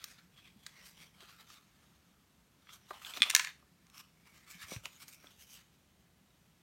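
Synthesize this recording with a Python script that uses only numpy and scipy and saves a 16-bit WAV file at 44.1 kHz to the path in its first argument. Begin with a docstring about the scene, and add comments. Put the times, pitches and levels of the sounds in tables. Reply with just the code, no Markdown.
"""Plastic video goggles are turned over in the hands above a table in a small, quiet room.
First, fingers and the elastic strap rub on the hollow shell, loose parts tick and hands bump it softly.
Halfway, near 3 s, the rim snaps and the battery pack swings on its strap and clatters against the shell.
Then the rubbing goes on, with more ticks and dull knocks, and dies down before 6 s.
At the end only the resting hands and the low rumble of the room's ventilation remain."""
import sys
import numpy as np
from scipy import signal
from scipy.fft import rfft, irfft
from scipy.io import wavfile
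from scipy.ndimage import uniform_filter1d, map_coordinates

SR = 44100
rng = np.random.default_rng(int(sys.argv[2]) if len(sys.argv) > 2 else 0)


def output_pcm(signal):
    """Save a mono or channel-first signal as 16-bit PCM at the path in sys.argv[1].

    Samples are clipped to [-1, 1] before scaling.
    """
    pcm = np.clip(np.atleast_2d(signal).T, -1, 1) * 32767
    wavfile.write(sys.argv[1], SR, np.round(pcm).astype(np.int16))


N = 291942
TIME = np.arange(N) / SR
RING_TIME = TIME[:SR // 8]  # the time one blow is given to ring out

# strokes of skin or strap: peak t/s, length/s, voice level/dB, hiss/dB and hollow/dB relative to the voice
STROKES = [(.005, 0.19, -60.5, -8.5, -24), (0.103, 0.11, -64.5, -0.5, -16), (.182, 0.054, -64, -12, -25),
           (0.388, .05, -61, -11.5, -27), (0.456, 0.067, -58.5, -13, -22), (0.664, 0.11, -66, -5, -21),
           (0.809, 0.16, -63, -7.5, -14), (0.882, .08, -65, 5, -17), (1.012, 0.093, -59.5, -3.5, -11),
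           (1.218, 0.088, -61.5, -7.5, -7), (1.304, 0.13, -63, -5.5, -18), (1.412, 0.085, -64.5, -7, -9.5),
           (1.516, 0.077, -62.5, 0, -14), (1.581, .08, -65.5, -7, -25), (1.84, 0.81, -79, -6, -21),
           (2.701, 0.051, -60, -14, -28), (2.742, 0.049, -60.5, 0, -21), (2.908, 0.047, -64.5, 2, -7),
           (2.957, 0.082, -60.5, -10.5, -3), (3.103, 0.16, -52, -3, -13), (3.167, 0.045, -48.5, -3, -11.5),
           (3.27, 0.089, -49.5, -8, -9.5), (3.386, 0.13, -43.5, -8, -38), (3.479, 0.053, -47.5, -16, -26),
           (3.965, 0.047, -59.5, -1, -20), (4, .022, -53.5, 0.5, -12), (4.27, 0.044, -64.5, -5, -14),
           (4.366, 0.11, -67, -2.5, -25), (4.481, 0.027, -57.5, -4, -31), (4.51, 0.027, -56.5, 4.5, -32),
           (4.553, 0.072, -56, -5.5, -28), (4.628, 0.062, -49.5, -6.5, -25), (4.726, 0.072, -50.5, 1, -7),
           (4.859, 0.039, -56, -2.5, -5), (4.96, .16, -68.5, 3, -20), (5.024, 0.034, -57.5, 2.5, -20),
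           (5.088, 0.02, -61, 8.5, -11), (5.13, 0.053, -65, 6.5, -20), (5.255, 0.14, -66.5, -1.5, -11),
           (5.42, 0.097, -68.5, 7, -15.5), (5.531, 0.089, -64.5, 8.5, -17.5), (5.573, .07, -60.5, -6, -26)]
# tone colours of rubbing (the shell's voice, the contact's hiss, the hollow inside): f/Hz, relative level/dB
VOICE_SPECTRUM = [(350, -32.5), (800, -18), (1150, -3), (2300, 2.5), (3800, -2), (4600, -5), (6000, -24.5)]
HISS_SPECTRUM = [(1800, -24), (4000, -8), (5600, 2.5), (7000, -0.5), (9000, -2), (12500, -2.5), (15500, -9)]
HOLLOW_SPECTRUM = [(150, -21.5), (300, -2.5), (450, -4), (650, 1.5), (900, 2.5), (1200, -3.5), (2200, -25)]
# each grip leaves three shell resonances free, strongest first: start t/s, f/Hz, f/Hz, f/Hz
GRIPS = [(0, 1220, 3450, 4130), (.05, 1440, 1700, 6330), (.32, 3350, 2397, 3420), (.7, 2050, 4700, 5800),
         (.95, 2230, 3300, 5650), (1.15, 1350, 3230, 3900), (1.46, 1230, 3740, 6300),
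         (2.6, 3400, 1300, 5750), (2.86, 1150, 3060, 4003), (3.38, 1750, 2423, 3990),
         (3.85, 1150, 2870, 5390), (4.15, 2195, 1761, 1228), (4.68, 5800, 2238, 8620),
         (4.8, 6900, 1286, 2819), (4.98, 2300, 1430, 5680), (5.3, 3057, 6330, 3830)]
# a fingertip catches: middle t/s, level/dB, length/s, slip rate/(1/s), ringing centre f/Hz
RASPS = [(0.861, -57, 0.031, 900, 4570), (1.017, -62, 0.042, 620, 2230), (2.733, -63, 0.068, 680, 3400),
         (3.99, -63, 0.059, 440, 2810), (4.629, -54.5, 0.046, 860, 1780), (4.729, -52.5, 0.072, 550, 2390),
         (5.027, -60, 0.036, 700, 1450)]

# A mode is a pitch at which a thing rings; the wider it is, the sooner it dies.
# modes of the shell, its rim, the battery pack and the whole body: f/Hz, width/Hz, relative level/dB
SHELL_MODES = [(1226, 130, -2.5), (1580, 160, -7), (1808, 260, -2.5), (2116, 170, -2.5), (2520, 250, -2),
               (2980, 220, -7), (3370, 250, -2.5), (3840, 250, -2), (4500, 340, -2.5), (5400, 300, -5.5),
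               (6300, 350, -9)]
RIM_MODES = [(1170, 60, -28), (2120, 180, -13.5), (2450, 150, -7.5), (2790, 240, -17), (3460, 150, 1.5),
             (3480, 450, -8.5), (4000, 360, -10.5), (4590, 600, -13.5), (5253, 210, -17),
             (7024, 450, -19.5), (8800, 500, -13.5), (9100, 440, -16.5)]
PACK_MODES = [(1040, 74, -15.5), (1567, 90, -13), (1750, 110, -4), (2125, 130, -3), (2400, 180, -0.5),
              (2680, 220, 1.5), (3280, 200, -2.5), (3723, 200, 1.5), (4370, 290, 2), (5700, 330, 5),
              (6150, 410, 2), (6650, 270, 1.5), (7140, 280, 0.5), (8415, 350, -2.5), (9000, 280, 1),
              (10400, 500, -10.5), (12400, 600, -9), (13200, 600, -8.5), (15280, 470, -7)]
BODY_MODES = [(378, 71, -7.5), (608, 41, -8.5), (738, 65, -3), (1060, 58, -1.5), (1210, 100, 5.5),
              (1340, 230, -7.5), (1550, 180, -6.5), (1951, 150, -8)]
# Tilt is brightness: above zero a blow has more treble, below zero less.
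# impacts of rim and pack: t/s, level/dB, tilt/(dB per octave), gap to first rebound/s, number of blows
RIM_SNAPS = [(3.0485, -36, -1, .017, 2), (3.1373, -36, -1, .016, 2), (3.2048, -37, 0, 0, 1),
             (3.2201, -10.5, 0, .0102, 4), (3.2382, -24, -1, .0043, 2), (5.2704, -48.5, 0, 0, 1)]
PACK_CLACKS = [(3.2984, -26, .5, 0, 1), (3.3018, -20.5, 0, .008, 2), (3.3497, -9.5, 1.4, .0022, 2),
               (3.3631, -16.5, -1, 0, 1), (3.3955, -22.5, -2.5, .052, 4), (3.3976, -24, -6, 0, 1),
               (3.8677, -58, 0, 0, 1), (3.8995, -56, 1, 0, 1)]
# ticks on the shell: t/s, level/dB, tilt/(dB per octave), ringing centre f/Hz
SHELL_TICKS = [(.0414, -33, 5, 4940), (0.0419, -42.5, 0.5, 1200), (0.6643, -37, -1.5, 3840),
               (0.6672, -47, 3, 1560), (1.2059, -49, -2.5, 3480), (1.409, -52.5, 7, 3500),
               (1.502, -49.5, -3, 1300), (2.6705, -54.5, -6, 1400), (2.6916, -48, -13, 2220),
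               (3.0173, -48.5, -14, 1200), (3.1712, -35.5, -3, 3503), (3.9798, -45, 7, 5300),
               (4.763, -42, -6, 2520), (4.8556, -31.5, -1.5, 2760), (5.081, -45, 8, 6000)]
# dull knocks: t/s, level/dB, tilt/(dB per octave), damping by the hand (multiplies mode width)
BODY_KNOCKS = [(1.021, -63, -6, 1.1), (1.226, -60.5, -20, 0.65), (2.9074, -36.5, -1, 0.82),
               (2.9135, -41.5, -1, 1.1), (3.173, -43.5, -3.5, 1.1), (3.3382, -38, 4.5, 1.5),
               (3.6266, -60.5, -4, 0.93), (4.7185, -41.5, -12, 3.2), (4.858, -41.5, 0, 2.6),
               (5.2424, -51, -6, 1.8)]
# soft bumps of the hands: t/s, level/dB, f/Hz, time to fade by 60 dB/s
HAND_BUMPS = [(0.56, -47, 203, 0.047), (3.173, -48, 283, 0.056), (3.2039, -41, 238.9, 0.051),
              (4.549, -49.5, 174.8, 0.096), (4.635, -51.5, 84.5, 0.093), (4.719, -34, 192, 0.026),
              (4.762, -31, 115.7, 0.053), (5.243, -59, 278, 0.087)]

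# the room's echo, band by band: f/Hz, time to fade by 60 dB/s, level/dB
ECHO_BANDS = [(300, .35, -15), (1000, 0.25, -13.5), (2201, 0.28, -12), (4500, .33, -14),
              (8000, 0.25, -11.5), (14000, .21, -13.5)]
# room air and ventilation: f/Hz, relative level/dB
AIR_SPECTRUM = [(25, -22.5), (50, -6.5), (70, -5.5), (110, -10), (160, -5.5), (280, -13.5), (460, -20),
                (800, -22), (1500, -23.5), (3000, -26), (5000, -29.5), (8000, -31.5), (11600, -31.5),
                (15800, -37.5)]


def rubbing():
    """Skin and strap slide on the shell, which answers with a broad voice, a hiss and a hollow undertone."""
    voice, hiss, hollow = stroke_swells()
    drag = slips(per_second=4500, spread_db=2.5, smooth=.8)
    drag = drag * undb(1.7 * wander(110))  # the skin catches and lets go many times a second
    f, t, spectra = signal.stft(drag, SR, nperseg=512)
    shell_db = shell_response(f, t)
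    # a hissier contact is also brighter above 4 kHz
    hiss_db = np.interp(t, TIME, 20 * np.log10(hiss / voice))
    bright_db = np.log2(np.maximum(f, 4000))[:, None] * (1 + .34 * hiss_db)
    layers = (VOICE_SPECTRUM, 0, voice), (HISS_SPECTRUM, bright_db, hiss), (HOLLOW_SPECTRUM, 0, hollow)
    out = 0
    for spectrum, extra_db, swell in layers:
        gain = undb(spectrum_db(f, spectrum)[:, None] + shell_db + extra_db)
        gain = gain / np.sqrt(np.sum(gain ** 2, axis=0))  # change the colour, not the strength
        out = out + swell * unit(signal.istft(spectra * gain, SR)[1][:N])
    return out


def stroke_swells(rise_share=.48, touch_s=.3):
    """Strength of voice, hiss and hollow over time: each stroke swells and fades within a lighter touch."""
    def power(db, hiss_db, hollow_db):
        return undb([[db], [db + hiss_db], [db + hollow_db]]) ** 2

    total = power(-85, .99, -6) * np.ones(N)  # resting hands never keep quite still
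    light_touch = power(-77, -4.5, -14)
    for peak_s, length, *levels in STROKES:
        for span, strength in ((length, power(*levels)), (touch_s, light_touch)):
            near = slice(*np.searchsorted(TIME, [peak_s - 2 * span, peak_s + 2 * span]))
            offset = TIME[near] - peak_s
            away = np.maximum(-offset / rise_share, offset / (1 - rise_share)) / span
            total[:, near] += strength * np.exp(-2 * away ** 1.5)  # a little more pointed than a bell
    return np.sqrt(total)


def slips(per_second, spread_db, smooth):
    """Friction: a hail of tiny slips of uneven size over a smooth drag."""
    size = undb(spread_db * np.minimum(rng.exponential(size=N), 4))
    grains = (rng.random(N) < per_second / SR) * size * rng.standard_normal(N)
    return unit(unit(grains) + smooth * rng.standard_normal(N))


def shell_response(f, t, ripple_hz=280, ripple_s=.04):
    """The shell's boost in dB: three free resonances over many small ones, shifting as fingers slide."""
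    grips = np.array(GRIPS)
    free_hz = grips[np.searchsorted(grips[1:, 0], t), 1:].T
    peaks = 0
    for hz, share in zip(free_hz, (1.3, .9, .8)):
        hz = hz * (1 + .015 * np.interp(t, TIME, wander(16)))
        strength = share + .32 * np.interp(t, TIME, wander(22))
        half_width_hz = 130 + .025 * hz
        peaks = np.maximum(peaks, strength / (1 + ((f[:, None] - hz) / half_width_hz) ** 2))
    ripple = random_surface(peaks.shape, (ripple_hz / f[1], ripple_s / t[1]))
    return 7 * peaks + 2.6 * ripple


def clatter():
    """The rim snaps and chatters, then the battery pack lands and bounces."""
    out = np.zeros(N)
    for start, db, tilt in rebounds(RIM_SNAPS):
        add(out, start, strike(RIM_MODES, db, tilt, crack_db=-19.5, crack_s=.006, crack_hz=10000))
    for start, db, tilt in rebounds(PACK_CLACKS):
        add(out, start, strike(PACK_MODES, db, tilt, crack_db=-5.5, crack_s=.0015, crack_hz=11300))
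    return out


def rebounds(impacts, gap_ratio=.47, loss_db=7, tilt_loss=1.2):
    """Each bounce comes sooner, weaker and duller than the one before."""
    for start, db, tilt, gap, blows in impacts:
        for k in range(blows):
            yield start, db - k * loss_db, tilt - k * tilt_loss
            start += gap * gap_ratio ** k


def strike(modes, db, tilt, crack_db, crack_s, crack_hz):
    """A blow rings the modes, a little differently each time; countless short modes make a noisy crack."""
    ring = 0
    for hz, width, mode_db in modes:
        louder, detune, phase = rng.uniform(-1, 1, 3)
        gain = undb(mode_db + tilt * np.log2(hz) + 2 * louder)
        ring = ring + gain * mode(hz * (1 + .0047 * detune), width, np.pi * phase)
    crack = rng.standard_normal(len(RING_TIME)) * np.exp(-RING_TIME / crack_s)
    top_hz = np.clip(crack_hz * 2 ** (tilt / 3), 2500, 18000)  # a brighter blow cracks higher
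    crack = filtered(crack, 2, [top_hz / 5, top_hz], "band")
    contact = 1 - np.exp(-RING_TIME / .00018)  # builds up in a fraction of a millisecond
    hit = (unit(ring) + undb(crack_db) * unit(crack)) * contact
    # a small object gives off little sound below its lowest mode
    hit = filtered(hit, 3, .95 * modes[0][0], "high")
    return set_level(hit, db, samples=SR // 500)  # the first 2 ms set the level


def ticks():
    """Small parts and fingernails tick lightly on the shell."""
    out = np.zeros(N)
    for start, db, tilt, centre_hz in SHELL_TICKS:
        modes = touched_modes(centre_hz)
        add(out, start, strike(modes, db, tilt, crack_db=-2.5, crack_s=.0029, crack_hz=11000))
    return out


def touched_modes(centre_hz, boost_db=12, octaves=.2):
    """A touch rings the shell most near one pitch, set by where it lands."""
    return [(hz, width, db + boost_db * np.exp(-.5 * (np.log2(hz / centre_hz) / octaves) ** 2))
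            for hz, width, db in SHELL_MODES]


def knocks_and_bumps():
    """Fingertips knock on the body, and near 3.34 s the swinging pack thuds on it; the flesh of the hand gives
    low, soft bumps."""
    out = np.zeros(N)
    for start, db, tilt, damping in BODY_KNOCKS:
        modes = [(hz, width * damping, mode_db) for hz, width, mode_db in BODY_MODES]
        add(out, start, strike(modes, db, tilt, crack_db=-16.5, crack_s=.0044, crack_hz=4000))
    soft_push = 1 - np.exp(-RING_TIME / .0022)
    for start, db, hz, fade_s in HAND_BUMPS:
        width_hz = np.log(1000) / (np.pi * fade_s)
        add(out, start, undb(db) * soft_push * mode(hz, width_hz))
    return out


def rasps():
    """A fingertip sticks and slips: a run of uneven little ticks that swells and dies away."""
    out = np.zeros(N)
    for middle, db, length, rate, centre_hz in RASPS:
        gap_chance, size_chance = rng.standard_normal((100, 2)).T
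        times = np.cumsum(np.exp(.5 * gap_chance)) / rate
        sizes = undb(2.8 * size_chance) * np.sin(np.pi * np.minimum(times / length, 1))
        samples = int(length * SR)
        pulses = np.bincount((times * SR).astype(int), sizes, samples)[:samples]
        tick = strike(touched_modes(centre_hz), db=0, tilt=0, crack_db=3.5, crack_s=.0007, crack_hz=11000)
        rasp = signal.oaconvolve(pulses, tick)  # one tick for every pulse
        add(out, middle - length / 2, set_level(rasp, db, samples))
    return out


def room_echo(x):
    """The walls of a small room return a blur of echoes; the highest treble dies first."""
    t = TIME[:SR // 2]
    noise_spectrum = rfft(rng.standard_normal(len(t)))
    log_f = np.log(np.maximum(np.fft.rfftfreq(len(t), 1 / SR), 1))
    centres = np.log([row[0] for row in ECHO_BANDS])
    onset = np.clip((t - .003) / .0032, 0, 1)  # the first echoes arrive after 3 ms
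    tail = 0
    for share, (_, fade_s, db) in zip(np.eye(len(ECHO_BANDS)), ECHO_BANDS):
        fade = undb(-60 * t / fade_s) * onset
        band = irfft(noise_spectrum * np.interp(log_f, centres, share), len(t))
        tail = tail + undb(db) * band * fade / np.sqrt(np.sum(fade ** 2))
    return signal.oaconvolve(x, tail)[:N]


def room_air(level_db=-69):
    """Air and ventilation: a steady low rumble and faint hiss, with a drone that swells and sinks."""
    drone = signal.oaconvolve(rng.standard_normal(N), mode(hz=178, width_hz=29))[:N]
    drone_db = -76 + 2.4 * wander(1.9)
    colour = undb(spectrum_db(np.fft.rfftfreq(N, 1 / SR), AIR_SPECTRUM))
    air = irfft(rfft(rng.standard_normal(N)) * colour, N)
    return undb(level_db) * unit(air) + undb(drone_db) * unit(drone)


def mode(hz, width_hz, phase=0):
    """One pitch that rings and fades after a blow."""
    return np.sin(2 * np.pi * hz * RING_TIME + phase) * np.exp(-np.pi * width_hz * RING_TIME)


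def wander(per_second):
    """A smooth random drift up and down, of typical size 1."""
    hold = int(SR / per_second)
    steps = np.repeat(rng.standard_normal(N // hold + 1), hold)[:N]
    return unit(uniform_filter1d(uniform_filter1d(steps, hold), hold))


def random_surface(shape, steps):
    """Random hills over frequency and time, the given steps apart, of typical size 1."""
    place = np.indices(shape) / np.reshape(steps, (2, 1, 1))
    heights = rng.standard_normal((shape[0] // 2 + 2, shape[1] // 2 + 2))
    return unit(map_coordinates(heights, place, order=1, mode="nearest"))


def spectrum_db(f, points):
    """Level at frequencies f on a curve through points of f/Hz, level/dB."""
    hz, db = np.transpose(points)
    return np.interp(np.log(np.maximum(f, 1)), np.log(hz), db)


def filtered(x, order, hz, kind):
    """Keep the highs or one band of x; a higher order cuts more steeply."""
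    return signal.sosfilt(signal.butter(order, hz, kind, fs=SR, output="sos"), x)


def set_level(x, db, samples):
    """Make the first samples of x as strong as a sine wave that peaks at db."""
    return x * undb(db) / np.sqrt(2 * np.mean(x[:samples] ** 2))


def undb(db):
    """Turn decibels into a multiplier."""
    return 10 ** (np.asarray(db) / 20)


def unit(x):
    """Scale to an average strength (rms) of 1."""
    return x / np.sqrt(np.mean(x ** 2))


def add(out, start_s, x):
    """Mix x into out from the given time."""
    i = int(round(start_s * SR))
    out[i:i + len(x)] += x[:N - i]


def scene():
    """All sounds of the goggles, their echo and the room's air, in one channel."""
    goggles = rubbing() + clatter() + ticks() + rasps() + knocks_and_bumps()
    return (goggles + room_echo(goggles) + room_air())[None]


def record(dry):
    """The microphone loses the deep bass and the very top, and has a narrow dip in the treble."""
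    bass_hz, dip_hz, dip_depth, top_hz = 48, 10450, .55, 15900
    sound = filtered(dry, 4, bass_hz, "high")
    notched = signal.lfilter(*signal.iirnotch(dip_hz, Q=11, fs=SR), sound)
    sound = sound + dip_depth * (notched - sound)
    return signal.sosfilt(signal.ellip(8, .2, 70, top_hz, fs=SR, output="sos"), sound)


dry = scene()
out = record(dry)
output_pcm(out)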